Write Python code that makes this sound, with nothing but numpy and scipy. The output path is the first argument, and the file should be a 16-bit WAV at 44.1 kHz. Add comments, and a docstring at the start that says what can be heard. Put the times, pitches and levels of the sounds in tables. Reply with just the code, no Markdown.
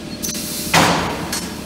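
"""Hydraulic sheet shear in a large hall.

A thin squeak, then a valve squeals and air hisses, with narrow whistles in it. The steel table drops in
six quick blows: a heavy bang that rings its modes and rolls round the hall. A latch clanks and rings.
A slow machine throbs and a motor whines throughout, over steady hall noise. The broad noise dips
briefly three times while the tones carry on."""
import sys
import numpy as np
from scipy import signal
from scipy.fft import rfft, irfft
from scipy.io import wavfile
from scipy.ndimage import uniform_filter1d

SR = 44100
rng = np.random.default_rng(int(sys.argv[2]) if len(sys.argv) > 2 else 0)


def dump(signal):
    """Clip the signal to [-1, 1] and save it as 16-bit WAV at the path in sys.argv[1]."""
    limited = np.clip(np.atleast_2d(signal).T, -1, 1)
    pcm = np.round(limited * 32767).astype(np.int16)
    wavfile.write(sys.argv[1], SR, pcm)


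N = 72765

# table blows (time [s], level [dB], tilt [dB/octave], crack pitch [Hz])
TABLE_BLOWS = [(0.7355, -13.5, 0.5, 2140), (0.744, -19, 1, 5340), (0.751, -20, 0.5, 586),
               (0.768, -18, -1, 910), (0.786, -19, -0.5, 297), (0.813, -19, 1.9, 1590)]
# bang spectrum (frequency [Hz], density [dB])
BANG_SPECTRUM = [(24, -49), (40, -28), (130, -7), (163, -2.5), (204, -10), (305, -3), (345, -8), (942, -5),
                 (1270, -10.5), (6650, -22), (16000, -29)]
# hall decay (frequency [Hz], T60 [s])
HALL_DECAY = [(60, 1.17), (200, 2.25), (700, 1.7), (2000, 1.59), (5000, 1.05), (12000, 0.31)]
# steel table modes (frequency [Hz], gain [dB], T60 [s])
TABLE_MODES = [(66, -18, 3.7), (92.1, -11.5, 2.23), (124, -20, 1.4), (166, -4.5, 1.7), (175.2, -7, 2.73),
               (298.4, -14, 1.1), (430.8, -14, 2.23), (536, -5, 0.58), (734, -21, 1.7), (846, -16, 1.8),
               (905, -17.5, 1.2), (940, -9.5, 1.95), (1014, -14, 1.9), (1935, -2, 0.063), (2810, -6, 0.084),
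               (3630, -14, .6), (4540, -16, 1.2), (6740, -17, 1.06)]
# air hiss (time [s], level [dB], lift at 10 kHz [dB])
AIR_ENVELOPE = [(.224, -46, -1.5), (.228, -36.5, 6), (.25, -28.5, 9.5), (.262, -51, 15), (.28, -42, 15.5),
                (.296, -13, -16.5), (.31, -32, 8), (.352, -25.5, -1), (.426, -32.5, 5), (.578, -30.5, 6),
                (.726, -32, 4.5), (.8, -35, -3), (.9, -26.5, -16), (1.0, -43.5, 3.5)]
# hiss spectrum (frequency [Hz], density [dB])
AIR_SPECTRUM = [(530, -33), (900, -28), (944, -11), (2360, -6.5), (2600, -5), (3190, -7.5), (4050, 2),
                (7230, -4.5), (10000, -2.5), (16000, -14)]
# pipe whistles (frequency [Hz], width [Hz], gain [dB])
PIPE_WHISTLES = [(4086, 106, -12.5), (4600, 77, -11.5), (5510, 140, -13), (5950, 340, -10.5)]
# valve squeal (time [s], level [dB])
SQUEAL_ENVELOPE = [(.238, -42), (.249, -12.5), (.256, -27), (.261, -20), (.266, -21.5), (.272, -28),
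                   (.285, -36), (.34, -29), (.37, -52)]
# opening squeak (time [s], level [dB])
SQUEAK_ENVELOPE = [(.105, -60), (.113, -34), (.155, -37), (.165, -54), (.215, -46)]
# latch hits (time [s], level [dB])
LATCH_HITS = [(1.026, -48.5), (1.3243, -21), (1.342, -54), (1.366, -26.5), (1.429, -37.5)]
# clank spectrum (frequency [Hz], density [dB])
CLANK_SPECTRUM = [(470, -68), (800, -22), (907, -13), (1920, -10.5), (3650, -13), (4080, -12.5), (5580, -6),
                  (9220, -16.5), (16000, -25)]
# latch modes (frequency [Hz], gain [dB], T60 [s])
LATCH_MODES = [(1655, -5, .45), (3058, -12, .4), (4350, -5, .5), (4610, -9, .6), (5410, -4, .6),
               (5960, -5, .3), (7110, -9, .4), (7763, -11, .4), (8138, -1, .35), (8972, -6, .35),
               (9400, -8, .3), (10150, -12, .15), (11245, -8, .45), (11520, -11, .2), (12070, -14, .2),
               (13440, -13, .2), (13910, -15, .2)]
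# machine knocks (phase [cycles], gain [dB])
KNOCKS = [(0, 13), (0.332, 11), (0.682, 1)]
# casing modes (frequency [Hz], gain [dB], T60 [s])
CASING_MODES = [(69.4, -10.5, 0.42), (172.3, -3.5, 0.23), (209.8, -7, 0.46), (234.7, -10.5, 0.31),
                (285.6, -9.5, 0.23), (328.8, -2, 0.084), (395, -16.5, 0.23)]
# motor whine (time [s], level [dB])
WHINE_ENVELOPE = [(0, -44), (.74, -42), (1.1, -49), (1.65, -45)]
# hall noise spectrum (frequency [Hz], density [dB])
HALL_SPECTRUM = [(18, -45), (30, -12.5), (243, -2.5), (970, -17.5), (1110, -19), (1400, -18.5),
                 (1680, -18.5), (1820, -22), (2180, -19), (3780, -20.5), (4310, -22), (7260, -33.5),
                 (8720, -29), (15500, -69)]
# dips in the broad noise (centre [s], half length [s], gain [dB], lower edge [Hz])
NOISE_DIPS = [(.328, .016, -34, 30), (1.085, .011, -13, 3000), (1.405, .013, -11, 30)]


def amp(db):
    return 10 ** (np.asarray(db) / 20)


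def unit_rms(x):
    return x / np.sqrt(np.mean(x ** 2) + 1e-20)


def since(start_s):
    return np.maximum(np.arange(N) / SR - start_s, 0)


def at_hz(points, hz):
    knots_hz, values = np.transpose(points)
    return np.interp(np.log(hz + 1), np.log(knots_hz + 1), values)


def envelope(points):
    rows = np.array(points)
    return amp(np.interp(since(0), rows[:, 0], rows[:, 1]))


def noise(spectrum, tilt_db=0, ripple_db=4, ripple_step_hz=30.24):
    """Coloured noise, RMS 1, rippled: the hall favours many close pitches."""
    hz = np.fft.rfftfreq(N, 1 / SR)
    knots_hz = np.arange(0, SR / 2, ripple_step_hz)
    ripple = unit_rms(np.interp(hz, knots_hz, rng.standard_normal(3000)[:len(knots_hz)]))
    colour_db = at_hz(spectrum, hz) + tilt_db * np.log2((hz + 50) / 1000)
    gain = amp(colour_db + ripple_db * ripple * hz / (hz + 900))
    return unit_rms(irfft(rfft(rng.standard_normal(N)) * gain, N))


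def shaped(x, gain):
    """Apply gain(hz, t) to the short-time spectrum."""
    hz, t, frames = signal.stft(x, SR, nperseg=512, noverlap=448)
    return signal.istft(frames * gain(hz[:, None], t[None]), SR, nperseg=512, noverlap=448)[1][:N]


def whistle(hz, width_hz, steady=0):
    """Noise in a narrow resonance plus an optional steady tone, RMS 1."""
    pole = np.exp(-np.pi * width_hz / SR)
    drive = rng.standard_normal(N) + 1j * rng.standard_normal(N)
    waver = signal.lfilter([1], [1, -2 * pole, pole ** 2], drive)
    phasor = waver / np.sqrt(np.mean(abs(waver) ** 2)) + steady * np.exp(2j * np.pi * rng.random())
    return unit_rms((phasor * np.exp(2j * np.pi * hz * since(0))).real)


def ring(modes, hits, rise_cycles, relative_width):
    """Struck modes waver and decay; low ones swell more slowly."""
    ringing = np.zeros(N)
    for hz, db, t60_s in modes:
        power = np.zeros(N)
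        for start_s, hit_db, tilt_db in hits:
            age_s = since(start_s)
            decay = amp(hit_db + tilt_db * np.log2(hz / 1000) - 60 * age_s / t60_s)
            power += decay ** 2 * (1 - np.exp(-age_s * hz / rise_cycles))
        ringing += amp(db) * np.sqrt(power) * whistle(hz, relative_width * hz + 4, steady=0.6)
    return ringing


def table_drop(crack_t60_s=0.18, crack_octaves=0.62, near_t60_s=0.072, swell_s=0.015, attack_s=0.0018):
    """Each blow gives a pitched crack, a near crash and a long hall roll, and rings the table."""
    bang = np.zeros(N)
    for start_s, db, tilt_db, crack_hz in TABLE_BLOWS:
        def fade(hz, t):
            age_s = np.maximum(t - start_s, 0)
            band = np.exp(-(np.log2((hz + 1) / crack_hz) / crack_octaves) ** 2)
            crack = band * amp(9 - 60 * age_s / crack_t60_s)
            near = amp(-60 * age_s / near_t60_s)
            roll = amp(-1 - 60 * age_s / at_hz(HALL_DECAY, hz))
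            return crack + (near + roll) * (1 - np.exp(-age_s / swell_s))
        attack = np.minimum(since(start_s) / attack_s, 1)
        bang += amp(db) * attack * shaped(noise(BANG_SPECTRUM, tilt_db), fade)
    hits = [blow[:3] for blow in TABLE_BLOWS]
    return bang, amp(-7) * ring(TABLE_MODES, hits, rise_cycles=2.9, relative_width=0.026)


def air():
    """Air hisses with changing brightness; pipe whistles follow its smoothed level."""
    level = envelope(AIR_ENVELOPE)
    times_s, _, lift_db = np.transpose(AIR_ENVELOPE)
    hiss = shaped(noise(AIR_SPECTRUM), lambda hz, t: amp(np.interp(t, times_s, lift_db) * hz / 10000))
    pipes = sum(amp(db) * whistle(hz, width_hz, steady=0.6) for hz, width_hz, db in PIPE_WHISTLES)
    return level * hiss, uniform_filter1d(level, 1500) * pipes


def valve_tone(points, hz, width_hz, steady=0):
    """Squeal or squeak: one narrow resonance, gated to the span of its envelope."""
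    t = since(0)
    gate = (t > points[0][0]) & (t <= points[-1][0])
    return gate * envelope(points) * whistle(hz, width_hz, steady)


def latch(clank_t60_s=0.063, tail_t60_s=1, double_decay_hz=8000, attack_s=0.005):
    """Each hit gives a bright clank with a dulling tail and rings small steel parts."""
    clanks = np.zeros(N)
    for start_s, db in LATCH_HITS:
        def fade(hz, t):
            age_s = np.maximum(t - start_s, 0)
            tail = amp(-3.5 - 60 * age_s * (1 + hz / double_decay_hz) / tail_t60_s)
            return amp(-60 * age_s / clank_t60_s) + tail
        attack = np.minimum(since(start_s) / attack_s, 1)
        clanks += amp(db) * attack * shaped(noise(CLANK_SPECTRUM), fade)
    hits = [(start_s, db, 0) for start_s, db in LATCH_HITS]
    return clanks, amp(-6.5) * ring(LATCH_MODES, hits, rise_cycles=9.5, relative_width=0.003)


def machine_throb(cycle_hz=12.99, offset_s=0.043, spread_db=1.5, rise_s=0.0024):
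    """A slow machine knocks its casing in an uneven three-beat."""
    lead = SR // 2  # already ringing at t = 0
    cycles = cycle_hz * (np.arange(-lead, N) / SR - offset_s)
    knocks = sum(amp(db) * np.diff(np.floor(cycles - phase), prepend=0).clip(0, 1)
                 for phase, db in KNOCKS)
    knocks *= amp(spread_db * rng.standard_normal(len(cycles)))
    age_s = np.arange(lead) / SR
    casing = sum((-1) ** k * amp(db - 60 * age_s / t60_s) * np.sin(2 * np.pi * hz * age_s)
                 for k, (hz, db, t60_s) in enumerate(CASING_MODES))
    casing *= 1 - np.exp(-age_s / rise_s)
    return amp(-31.5) * unit_rms(signal.fftconvolve(knocks, casing)[lead:lead + N])


def motor_whine(hz=597.5):
    """A motor holds one tone with a slight waver."""
    tone = np.sqrt(2) * np.sin(2 * np.pi * hz * since(0))
    return envelope(WHINE_ENVELOPE) * (tone + 0.17 * whistle(hz, width_hz=15))


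def hall_noise():
    """Steady, mostly low noise of the hall."""
    return amp(-33.5) * noise(HALL_SPECTRUM)


def dip_gain(hz, t):
    """Brief level dips, each above its own edge frequency."""
    return amp(sum(db * np.clip(1 - ((t - centre_s) / half_s) ** 4, 0, 1) / (1 + (edge_hz / (hz + 1)) ** 6)
                   for centre_s, half_s, db, edge_hz in NOISE_DIPS))


def scene():
    """All sources, the same in both channels."""
    hiss, pipes = air()
    squeal = valve_tone(SQUEAL_ENVELOPE, hz=6070, width_hz=300)
    bang, table_ring = table_drop()
    clanks, latch_ring = latch()
    broad = shaped(bang + hiss + clanks + hall_noise(), dip_gain)
    machines = machine_throb() + motor_whine()
    squeak = valve_tone(SQUEAK_ENVELOPE, hz=4310, width_hz=29, steady=0.67)
    mono = broad + table_ring + pipes + squeal + squeak + latch_ring + machines
    return np.array([mono, mono])


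def record(dry, low_cut_hz=20, ceiling=1.1, high_cut_hz=15740):
    """Low cut, soft overload, band limit."""
    cut = signal.sosfilt(signal.butter(2, low_cut_hz, "high", fs=SR, output="sos"), dry)
    soft = cut / (1 + (abs(cut) / ceiling) ** 4) ** 0.25
    lowpass = signal.firwin(511, high_cut_hz, window=("kaiser", 9), fs=SR)
    return signal.oaconvolve(soft, lowpass[None], "same")


dry = scene()
out = record(dry)
dump(out)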